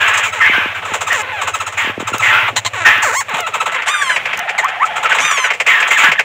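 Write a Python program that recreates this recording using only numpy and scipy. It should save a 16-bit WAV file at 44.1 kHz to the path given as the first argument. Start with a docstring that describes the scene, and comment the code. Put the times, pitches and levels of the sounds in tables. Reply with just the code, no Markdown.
"""In a yard of wicker cages, birds call close by: yelps, chucks, rasps, whines, squeals and pips overlap.
Each voice is a source and a filter: membranes in the syrinx vibrate at a pitch set by their tension,
and throat and beak resonances shape the harmonics. Hoarse chatter, dull knocks and sharp ticks lie
between the calls, over a low throb like a distant idling engine. Ground and walls add a short echo,
and the loudest calls overload the microphone."""
import sys
import numpy as np
from scipy import signal
from scipy.fft import rfft, irfft, next_fast_len
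from scipy.io import wavfile
from scipy.ndimage import uniform_filter1d, map_coordinates

SR = 44100
rng = np.random.default_rng(int(sys.argv[2]) if len(sys.argv) > 2 else 0)


def unload_wav(signal):
    """Save mono or channel-first audio to the path in sys.argv[1] as 16-bit WAV at rate SR, clipped to [-1, 1]."""
    wavfile.write(
        sys.argv[1],
        SR,
        np.round(np.clip(np.atleast_2d(signal).T, -1, 1) * 32767).astype(np.int16),
    )


N = 275184
TIME = np.arange(N) / SR
TOP_HZ = 15600


def undb(db):
    """Decibels to amplitude."""
    return 10 ** (np.asarray(db) / 20)


def unit(x):
    """Scale to rms 1."""
    return x / (np.std(x) + 1e-12)


def add(out, start, x):
    """Superposition: mix x in at a time in seconds."""
    i = int(np.clip(start * SR, 0, N - 1))
    out[i:i + len(x)] += x[:N - i]


def clock(length):
    """Seconds since the start of a call."""
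    return np.arange(max(int(length * SR), SR // 100)) / SR


def phase_of(hz):
    """Phase in radians is the integral of frequency."""
    return 2 * np.pi * np.cumsum(hz) / SR


def gain(response, hz):
    """Gain of a (Hz, dB) response at given frequencies."""
    f, db = np.transpose(response)
    return undb(np.interp(np.log(hz + 1), np.log(f), db))


def colour(x, response):
    """Filtering multiplies the spectrum by a (Hz, dB) response."""
    size = next_fast_len(len(x) + 512)
    hz = np.arange(size // 2 + 1) * SR / size
    return irfft(rfft(x, size) * gain(response, hz), size)[:len(x)]


def wander(t, rate):
    """Smooth random modulation, spread near 1, with new values at a rate per second."""
    return map_coordinates(rng.standard_normal(8192), [t * rate], order=2, mode="wrap")


def fade(t, attack_s, release_s):
    """Trapezoidal envelope: attack, hold and release."""
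    return np.clip(np.minimum(t / attack_s, (t[-1] - t) / release_s), 0, 1)


def quavering(t, hz, depth):
    """Frequency modulation: a smoothed pitch contour quavers slightly."""
    return uniform_filter1d(hz, size=300) * (1 + depth * wander(t, 67.85))


# The beak's treble resonance. Each row: frequency in Hz, gain in dB.
BEAK = [(3500, -15), (5000, -15), (6100, -7), (7200, 2), (8200, -10.5), (9600, -20.5), (12000, -44.5),
        (15000, -18)]


def syrinx(t, hz, rough, treble_db, throat, beak=BEAK, jitter=0.06, shimmer=0.84, ring_s=0.0003906):
    """Source and filter: harmonics pass throat and beak; roughness adds jitter, shimmer and breath."""
    phase = phase_of(hz * (1 + jitter * rough * wander(t, 913)))
    k = np.arange(1, 37)[:, None]
    # the ringing throat delays each harmonic by its own amount, spreading every pulse
    lag = 2 * np.pi * ring_s * np.sqrt(k * hz * TOP_HZ)
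    partials = np.cos(k * phase - lag) * (k * hz < TOP_HZ)
    breath = rng.standard_normal(SR)[:len(t)] * (1 + .5 * np.cos(phase))
    out = 0
    for tract, db in ((throat, 0), (beak, treble_db)):
        weights = gain(tract, k * hz)
        tone = (weights * partials).sum(0) / np.sqrt((weights ** 2).sum(0) / 2)
        out = out + undb(db) * (tone + .55 * rough * unit(colour(breath, tract)))
    return out * (1 + shimmer * rough * wander(t, 604))


def whistle(t, hz, octave_db, treble_db, jitter=0.019, flutter=0.06):
    """Additive synthesis: a shaky sine, its octave and faint overtones weighted by the beak."""
    phase = phase_of(hz * (1 + jitter * wander(t, 793)))
    overtones = sum(gain(BEAK, k * hz) * np.sin(k * phase) for k in range(3, 8))
    tone = np.sin(phase) + undb(octave_db) * np.sin(2 * phase) + undb(treble_db) * overtones
    return unit(tone) * (1 + flutter * wander(t, 338))


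# Plunging yelps. Each row: start in seconds, relative level in dB, treble in dB, hold in seconds.
YELPS = [(.07, -6, -9, 0.013), (.128, -10.5, -5, 0.015), (.167, -7.5, -1.5, 0.01), (.243, -10, -12, 0.017),
         (0.317, -14, -7.5, .018), (.818, -10, -26, 0.003), (0.845, -9.5, -13.5, 0.0086),
         (.933, -2.5, -8, 0.0047), (1.005, -6.5, -5.5, 0.0046), (1.063, -7.5, -8.5, 0.015),
         (1.409, -5.5, -9.5, 0.0087), (1.469, -5, -8.5, 0.0066), (1.531, -7.5, -7, .016),
         (1.595, -7.5, -10.5, 0.013), (1.658, -11, -5.5, 0.012), (1.717, -16.5, -7, 0.0088),
         (1.993, -10.5, -11, 0.0067), (2.067, -7, -8, .011), (2.125, -6, -12.5, .015),
         (2.187, -8.5, -11, 0.017), (2.474, -3.5, -22, 0.0045), (3.335, -4, -15, 0.0058),
         (3.376, -4, -14.5, .003), (3.459, -6.5, -14, 0.0097), (3.533, -4, -13.5, .01),
         (3.596, -3.5, -15, 0.013), (3.653, -3.5, -14, 0.0081), (3.715, -10, -10, .003),
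         (4.577, -5.5, -7.5, .005), (4.957, -7, -9.5, 0.0039), (5.026, -3, -13, 0.0044),
         (5.088, -7.5, -12, 0.0079), (5.141, -2, -12.5, 0.0057), (5.871, -5.5, -9, 0.0052)]
# Their throat response. Each row: frequency in Hz, gain in dB.
YELP_THROAT = [(250, -19), (430, 2.5), (750, 2), (1250, 7.5), (1800, -2.5), (2500, 1.5), (3200, -4.5),
               (3900, -10.5), (4900, -60), (6500, -60), (10000, -38), (15000, -36)]


def yelps(top_hz=1340, rest_hz=350, sag=0.0421, fall_s=.0105, edge_s=0.011, decay_s=0.015, level_db=-8):
    """Tension sets pitch: the membrane holds a clean high note, then slackens, plunges and roughens."""
    out, t = np.zeros(N), clock(.1)
    taut_rough, slack_rough = 0.037, 0.42
    for start, db, treble_db, hold_s in YELPS:
        swell = np.minimum(t / max(hold_s, .003), 1)
        slack_s = np.maximum(t - hold_s, 0)
        tension = (1 - sag * swell ** 2) * np.exp(-slack_s / fall_s)
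        hz = (rest_hz + (top_hz - rest_hz) * tension) * (1 + 0.0241 * wander(t, 127))
        rough = slack_rough + (taut_rough - slack_rough) * tension
        voice = syrinx(t, hz, rough, treble_db, YELP_THROAT)
        push = np.minimum(1.25 * swell, 1) * np.exp(-slack_s / decay_s) * fade(t, edge_s, edge_s)
        add(out, start, voice * push * undb(db + level_db))
    return out


# Abrupt chucks. Each row: start in seconds, relative level in dB, treble in dB.
CHUCKS = [(3.744, -8.5, -16), (3.818, -10, -21), (3.879, -9, -3), (4.017, -16, -1), (4.094, -7, -14),
          (4.16, -2, -22), (4.253, -5, -26), (4.33, -3.5, -28), (4.49, -4.5, -21.5), (4.68, -9.5, -19),
          (4.853, -15, -5.5), (5.054, -4, -38), (5.12, -2.5, -22), (5.182, -0.5, -20), (5.247, -4.5, -13),
          (5.307, -8, -5), (5.371, -1, -21), (5.44, -1, -33), (5.502, -1, -23), (5.534, -9.5, -15),
          (5.599, 0.5, -18), (5.663, -1.5, -15), (5.8, -8, -9), (5.823, -3, -30), (5.906, -5, -19),
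          (6.114, .5, -22.5), (6.191, 1, -23)]
# Their throat response. Each row: frequency in Hz, gain in dB.
CHUCK_THROAT = [(250, -35), (450, -2.5), (800, -6), (1400, -7), (1900, 5.5), (2400, 5), (3100, -8.5),
                (4000, -22), (5400, -21.5), (10000, -52), (15000, -38)]


def chucks(top_hz=1500, rest_hz=350, fall_s=.0065, edge_s=0.0062, decay_s=0.0093, level_db=-2, rough=.25):
    """Impulsive drive: after a sudden push the harmonics sweep down through the throat resonance."""
    out, t = np.zeros(N), clock(1 / 12)
    hz = rest_hz + (top_hz - rest_hz) * np.exp(-t / fall_s)
    push = fade(t, edge_s, edge_s) * np.exp(-t / decay_s)
    for start, db, treble_db in CHUCKS:
        voice = syrinx(t, hz, rough, treble_db, CHUCK_THROAT)
        add(out, start, voice * push * undb(db + level_db))
    return out


# Harsh rasps. Each row: start and length in seconds, level and its drop in dB,
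# first and settled whistle pitch in Hz, whistle over rattle in dB, treble in dB.
RASPS = [(0, 0.23, -10.5, 8.5, 1611, 1776, -1, -20.5), (.228, 0.083, -14.5, 10, 2650, 2094, 4.5, -7),
         (.401, 0.083, -8, 4.5, 2100, 1447, 6.5, -26), (0.438, 0.099, -12.5, 0, 2153, 2152, 3, -32),
         (0.524, 0.22, -10, 15, 1588, 1587, -3, -33), (0.74, 0.064, -19, 6, 1592, 1610, -3, -19),
         (1.098, 0.068, -9, 10.5, 1837, 1852, 3, -27), (1.768, .15, -14, 6.5, 2497, 1495, -5, -12.5),
         (2.217, .11, -11.5, -1.5, 2178, 1771, 1, -15), (2.318, .18, -8.5, 9.5, 1405, 1407, -3, -26),
         (2.847, 0.2, -4.5, 14.5, 1861, 1720, -0.5, -20), (5.67, .209, -9, 7.5, 2370, 1597, 1, -17.5),
         (5.903, 0.066, -6, 13.5, 2164, 2074, -3.5, -11), (5.969, 0.083, -11, 0.5, 2530, 2000, -7.5, -9.5),
         (6.03, 0.079, -4, 10, 1558, 1808, -1, -20.5)]
# The response that shapes their rattle. Each row: frequency in Hz, gain in dB.
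RATTLE = [(300, -32), (700, -4), (1200, 3), (1700, 1), (2500, 4.5), (3150, -2.5), (3800, -7.5),
          (4800, -16.5), (7000, -56), (15000, -17)]


def rasps(flap_hz=470, stagger=.16, settle_s=.06, whistle_fade_db_per_s=36, beak_close_db_per_s=100):
    """Aperiodic vibration: hard-driven membranes flap under a fading whistle while the beak closes."""
    out = np.zeros(N)
    throat = [(150, -19), (600, -7.5), (3300, -4.5), (4500, -17.5)]
    for start, length, db, drop_db, first_hz, settled_hz, whistle_db, treble_db in RASPS:
        t = clock(length)
        hz = settled_hz + (first_hz - settled_hz) * np.exp(-t / settle_s)
        # the flap rate follows the whistle; air escapes once a flap
        cycles = np.cumsum(flap_hz * hz / np.mean(hz) * np.exp(stagger * wander(t, 500))) / SR
        flaps = np.diff(np.floor(cycles), prepend=0) * (1 + 0.18 * wander(t, 495.3))
        puffs = rng.standard_normal(SR)[:len(t)] * np.exp(-2 * (cycles % 1))
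        drive = unit(flaps) + .8 * unit(puffs)
        shaky_hz = hz * (1 + 0.0669 * wander(t, 453.3))
        tone = unit(np.sin(phase_of(shaky_hz)) * (1 + 0.053 * wander(t, 261)))
        swing = unit(unit(colour(drive, RATTLE)) + undb(whistle_db - whistle_fade_db_per_s * t) * tone)
        body = unit(colour(np.tanh(swing), throat))  # the limited swing keeps the rasp dense
        beak = undb(treble_db - beak_close_db_per_s * t) * unit(colour(drive, BEAK))
        push = undb(db - drop_db * t / length) * fade(t, attack_s=0.013, release_s=0.0094)
        add(out, start, (body + beak) * push)
    return out


# Nasal whines. Each row: start and length in seconds, first and last pitch in Hz,
# level in dB, roughness from 0 to 1, treble in dB.
WHINES = [(0.332, 0.064, 654, 404, -24, 0.42, -14), (0.876, 0.07, 619, 376, -24, .1, -17),
          (1.118, 0.097, 718, 423, -20.5, 0.3, -8.5), (1.206, .12, 556, 495, -26, 0.66, -45),
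          (1.323, 0.094, 934, 769, -24.5, 0.16, -23), (1.366, 0.13, 696, 511, -26.5, 0.43, -31),
          (2.733, .11, 639, 315.6, -20.5, 0.39, -15.5), (3.283, 0.095, 615, 299, -21.5, 0.2, -23),
          (3.386, 0.073, 763, 647, -23, 0, -30), (3.522, 0.082, 700, 431, -28.5, 0.4, -25),
          (3.721, .09, 700, 451, -24, 0.42, -30)]
# Their throat response. Each row: frequency in Hz, gain in dB.
WHINE_THROAT = [(280, -19), (480, -7), (850, 3), (1250, 2.5), (1800, 1), (2500, 1), (3200, -9), (4000, -13),
                (5000, -62), (15000, -39)]


def whines(sag_s=.045, quaver=0.0257, edge_s=0.002):
    """Exponential relaxation: as the membrane slackens the pitch sinks quickly, then levels out."""
    out = np.zeros(N)
    for start, length, first_hz, last_hz, db, rough, treble_db in WHINES:
        t = clock(length)
        relaxed = 1 - np.exp(-t / sag_s)
        hz = quavering(t, first_hz + (last_hz - first_hz) * relaxed / relaxed[-1], quaver)
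        voice = syrinx(t, hz, rough, treble_db, WHINE_THROAT)
        add(out, start, voice * undb(db) * fade(t, edge_s, edge_s))
    return out


# One wail that dips, arches and drops. Each row: time in seconds, pitch in Hz, level in dB.
WAIL = [(3.017, 1582, -25), (3.033, 899, -13), (3.055, 615, -15), (3.101, 436.6, -17.5), (3.128, 514, -19),
        (3.149, 867, -18), (3.172, 1118, -18), (3.202, 1074, -17.5), (3.226, 552, -20)]
# Its throat response. Each row: frequency in Hz, gain in dB.
WAIL_THROAT = [(280, -23), (480, -6.5), (850, -4.5), (1250, 3), (1800, -0.5), (2400, -5), (3300, -24),
               (4400, -25), (5200, -48), (15000, -36)]


def wail(quaver=0.0156, taut_hz=1100, edge_s=0.012):
    """Tension sets timbre: a taut membrane sounds clean and bright, a slack one rough and dull."""
    out = np.zeros(N)
    times, pitch, db = np.transpose(WAIL)
    start = times[0]
    t = clock(times[-1] - start)
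    hz = quavering(t, np.interp(start + t, times, pitch), quaver)
    slack_to_taut = [pitch.min(), taut_hz]
    rough = np.interp(hz, slack_to_taut, [0.45, 0.027])
    treble_db = np.interp(hz, slack_to_taut, [-13, -2])
    push = undb(np.interp(start + t, times, db)) * fade(t, edge_s, edge_s)
    add(out, start, syrinx(t, hz, rough, treble_db, WAIL_THROAT) * push)
    return out


# Long squeals. Each row: start and length in seconds, level before the accent in dB,
# extra roughness at the onset from 0 to 1, treble in dB, beak resonance in Hz.
SQUEALS = [(3.858, .318, -22.5, 0.19, -18.5, 7900), (5.192, .295, -23, 0.71, -9.5, 6340)]
# Their pitch contour. Each row: fraction of the length, pitch in Hz.
SQUEAL_TUNE = [(0, 504), (.09, 1100), (.17, 1222), (.32, 1206), (.49, 1158), (.67, 1052), (.92, 981),
               (1, 860)]
# Their throat response. Each row: frequency in Hz, gain in dB.
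SQUEAL_THROAT = [(400, 0), (1150, 2.5), (2300, -1), (3550, -2.5), (4700, -19), (6100, -11.5), (7200, -13.5),
                 (11000, -31), (15000, -44)]
# Their sharp beak resonance. Each row: multiple of the centre frequency, gain in dB.
SQUEAL_BEAK = [(.7, -65), (.88, -13), (1, 4), (1.15, -10), (1.4, -19.5), (1.7, -29)]


def squeals(quaver=0.00484, accent_db=5, settle_s=0.18, clear_s=.04, steady_rough=0.0072):
    """Onset transient: a hard, rough push scoops up to a high note, which clears and slowly sags."""
    out = np.zeros(N)
    for start, length, db, onset_rough, treble_db, beak_hz in SQUEALS:
        t = clock(length)
        hz = quavering(t, np.interp(t / length, *np.transpose(SQUEAL_TUNE)), quaver)
        rough = steady_rough + onset_rough * np.exp(-t / clear_s)
        beak = [(beak_hz * ratio, gain_db) for ratio, gain_db in SQUEAL_BEAK]
        voice = syrinx(t, hz, rough, treble_db, SQUEAL_THROAT, beak)
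        push = undb(db + accent_db * np.exp(-t / settle_s))
        add(out, start, voice * push * fade(t, attack_s=.014, release_s=0.025))
    return out


# Open-beaked barks. Each row: start and length in seconds, top pitch in Hz, level and treble in dB.
BARKS = [(2.558, .039, 1042, -15, -3.5), (2.647, .036, 1086, -15.5, -5)]
# Their throat response. Each row: frequency in Hz, gain in dB.
BARK_THROAT = [(300, -2), (1000, 4), (2000, 4.5), (3000, 1), (4200, 4.5), (5100, -55), (10000, -60),
               (15000, -47)]


def barks(drop=0.64, quaver=0.017, rough=.45):
    """Jitter and breath noise make short shouts hoarse; their pitch arches up and down."""
    out = np.zeros(N)
    for start, length, top_hz, db, treble_db in BARKS:
        t = clock(length)
        arch = np.sin(np.pi * t / length)
        hz = quavering(t, top_hz * (1 - drop * (1 - arch)), quaver)
        voice = syrinx(t, hz, rough, treble_db, BARK_THROAT)
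        add(out, start, voice * undb(db) * fade(t, attack_s=0.0066, release_s=0.023))
    return out


# Clear pips. Each row: start in seconds, first pitch in Hz, level in dB.
PIPS = [(0.397, 1505, -14), (2.841, 1690, -13), (3.935, 1810, -13.5), (4.009, 1994, -11.5),
        (4.089, 1958, -10.5), (4.475, 2085, -19), (4.577, 2380, -11), (5.041, 1595, -10), (5.108, 1846, -8),
        (5.296, 1439, -13.5), (5.433, 1804, -15), (5.955, 2070, -10), (6.177, 1944, -11.5)]


def pips(length_s=0.0279, fall_octaves=0.475, edge_s=0.011):
    """Exponential glide: short whistles all slide down by the same interval."""
    out, t = np.zeros(N), clock(length_s)
    for start, first_hz, db in PIPS:
        hz = first_hz * 2 ** (-fall_octaves * t / length_s)
        tone = whistle(t, hz, octave_db=-17.5, treble_db=-31)
        add(out, start, tone * undb(db) * fade(t, edge_s, edge_s))
    return out


# Rising whoops. 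Each row: start and length in seconds, first and last pitch in Hz, midway level in dB.
WHOOPS = [(4.621, 0.047, 733, 1313, -11.5), (4.795, .057, 770, 1440, -9.5)]


def whoops(swell_db=19, first_octave_db=7, last_octave_db=-24, edge_s=0.018):
    """Linear glide: whistles swell as they rise, and the second harmonic yields to the fundamental."""
    out = np.zeros(N)
    for start, length, first_hz, last_hz, db in WHOOPS:
        t = clock(length)
        rise = t / length
        hz = first_hz + (last_hz - first_hz) * rise
        octave_db = first_octave_db + (last_octave_db - first_octave_db) * rise
        tone = whistle(t, hz, octave_db, treble_db=-36)
        add(out, start, tone * undb(db + swell_db * (rise - 0.5)) * fade(t, edge_s, edge_s))
    return out


# Bouts of soft chatter. Each row: start and length in seconds, level in dB.
CHATTER = [(0, 0.27, -20), (0.296, 0.36, -28), (0.82, 1.56, -33.5), (3.66, 0.26, -23), (3.862, 0.36, -23),
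           (4.232, .8, -25), (5.061, 0.478, -19), (5.648, 0.53, -23)]


def chatter(stutter_db=4, grain_db=3, edge_s=0.017):
    """Amplitude-modulated noise: hoarse birds further off rattle in quick, uneven bursts."""
    throat = [(350, -40), (800, -2), (1400, 7), (2100, 6.5), (2600, 3), (3300, -1.5), (4300, -24),
              (12000, -71)]
    bouts = np.zeros(N)
    for start, length, db in CHATTER:
        add(bouts, start, undb(db) * fade(clock(length), edge_s, edge_s))
    bursts = undb(stutter_db * np.tanh(wander(TIME, 60)) + grain_db * wander(TIME, 400))
    return unit(colour(rng.standard_normal(N) * bursts, throat)) * bouts


def warble(start_s=4.38, length_s=.66, first_hz=760, last_hz=792, trill_hz=22, db=-27.5, edge_s=0.0035):
    """Frequency modulation: a faint low note drifts upward with a quick vibrato."""
    out, t = np.zeros(N), clock(length_s)
    vibrato = 1 + 0.091 * np.sin(2 * np.pi * trill_hz * t) + 0.0334 * wander(t, 200)
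    hz = np.linspace(first_hz, last_hz, len(t)) * vibrato
    add(out, start_s, unit(np.sin(phase_of(hz))) * undb(db) * fade(t, edge_s, edge_s))
    return out


# Dull knocks. Each row: start in seconds, peak level in dB.
KNOCKS = [(0.495, -15.5), (0.579, -15.5), (.657, -17.5), (0.917, -21), (1.844, -24), (1.872, -17.5),
          (1.895, -18.5), (1.977, -13.5), (2.002, -16), (2.025, -15.5), (2.118, -19.5), (2.141, -15.5),
          (2.98, -23)]


def knocks(rest_hz=170, sweep_hz=750, fall_s=0.0023, peak_s=0.0023):
    """Heavy damping: each knock drops in pitch and dies within a few cycles."""
    out, t = np.zeros(N), clock(1 / 30)
    hz = rest_hz + sweep_hz * np.exp(-t / fall_s)
    knock = np.sin(phase_of(hz)) * t / peak_s * np.exp(1 - t / peak_s)
    for start, db in KNOCKS:
        add(out, start, knock * undb(db))
    return out


# Sharp ticks. Each row: start in seconds, relative level in dB.
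TICKS = [(.2474, -25), (1.13, -8.5), (1.2168, -13.5), (1.5894, -23), (2.1822, -8), (2.9796, -21),
         (3.294, -18.5), (3.37, -17), (3.4053, -8.5), (4.374, -13), (4.3919, -9), (4.644, -13)]
# Their spectrum. Each row: frequency in Hz, gain in dB.
TICK_SPECTRUM = [(1000, -8), (4000, -8), (6800, 4), (8500, -7), (11000, -13.5), (15000, -7)]


def ticks(level_db=-7, decay_s=0.0025):
    """Broadband transients: bright noise decays exponentially within milliseconds."""
    out, t = np.zeros(N), clock(1 / 30)
    for start, db in TICKS:
        burst = unit(colour(rng.standard_normal(len(t)), TICK_SPECTRUM))
        add(out, start, burst * np.exp(-t / decay_s) * undb(db + level_db))
    return out


# Low bumps. Each row: start in seconds, level in dB.
BUMPS = [(2.525, -28.5), (2.638, -43), (3.33, -27.5), (4.4, -41), (5.239, -33), (6.083, -23.5)]


def bumps(edge_s=0.0033, decay_s=0.022):
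    """Band-limited transients: decaying bursts of bass noise give a soft boom."""
    out, t = np.zeros(N), clock(1 / 8)
    spectrum = [(50, -36), (140, 7), (280, -5), (600, -8), (2000, -70)]
    for start, db in BUMPS:
        boom = unit(colour(rng.standard_normal(len(t)), spectrum))
        add(out, start, boom * fade(t, edge_s, edge_s) * np.exp(-t / decay_s) * undb(db))
    return out


# The course of the low throb. Each row: time in seconds, resonance in Hz, level in dB.
THROB = [(0, 98.7, -42), (1.7, 95.4, -40.5), (2.2, 110, -36), (2.85, 104, -37.5), (3.9, 105, -62),
         (6.24, 99, -68)]


def throb(pulse_hz=13.2, decay_periods=0.25):
    """Periodic excitation: slow, even pulses ring one damped low resonance."""
    times, hz, db = np.transpose(THROB)
    cycle = TIME * pulse_hz % 1
    ringing = np.sin(2 * np.pi * np.interp(TIME, times, hz) * cycle / pulse_hz)
    pulses = ringing * np.sin(np.pi * cycle) * np.exp(-cycle / decay_periods)
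    return unit(pulses) * undb(np.interp(TIME, times, db) + wander(TIME, 5.53))


# The spectrum of the yard's air. Each row: frequency in Hz, gain in dB.
AIR_SPECTRUM = [(25, -16), (80, -9.5), (160, -7.5), (300, -14.5), (600, 1), (1500, -5), (2600, 0.5),
                (4700, -24), (7000, -22.5), (11000, -36), (15000, -34)]


def yard_air(level_db=-32, swell_db=2):
    """Ambient noise: a broad, steady spectrum swells and ebbs gently."""
    noise = unit(colour(rng.standard_normal(N), AIR_SPECTRUM))
    return noise * undb(level_db + swell_db * wander(TIME, 4.3))


def yard_echo(x, wall_s=.0115, wall_db=-8, early_db=-10, early_t60=0.041, late_db=-22, late_t60=0.94):
    """Reflection: one echo from the nearest wall, quick scatter from cages and ground, a faint tail."""
    t = clock(.5)
    early, late = (rng.standard_normal(len(t)) * undb(-60 * t / t60) * (t > .004)
                   for t60 in (early_t60, late_t60))
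    tail = colour(late, [(2500, -10.5), (8000, -2)]) / np.linalg.norm(late)
    response = undb(early_db) * early / np.linalg.norm(early) + undb(late_db) * tail
    response[int(wall_s * SR)] += undb(wall_db)
    return x + signal.fftconvolve(x, response)[:N]


def scene():
    """Superposition: the birds echo in the yard, over knocks, ticks, bumps, air and throb."""
    short_calls = yelps() + chucks() + barks() + pips() + whoops()
    long_calls = rasps() + whines() + wail() + squeals()
    birds = yard_echo(short_calls + long_calls + chatter() + warble())
    return (birds + knocks() + ticks() + bumps() + yard_air() + throb())[None]


def record(dry):
    """Overload and band limiting: the loudest peaks clip, then the deep bass and the top are cut."""
    high_pass = signal.butter(2, 60, "high", fs=SR, output="sos")
    low_pass = signal.ellip(10, .2, 70, TOP_HZ, fs=SR, output="sos")
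    clipped = np.clip(dry, -1, 1)
    return signal.sosfilt(low_pass, signal.sosfilt(high_pass, clipped))


dry = scene()
out = record(dry)
unload_wav(out)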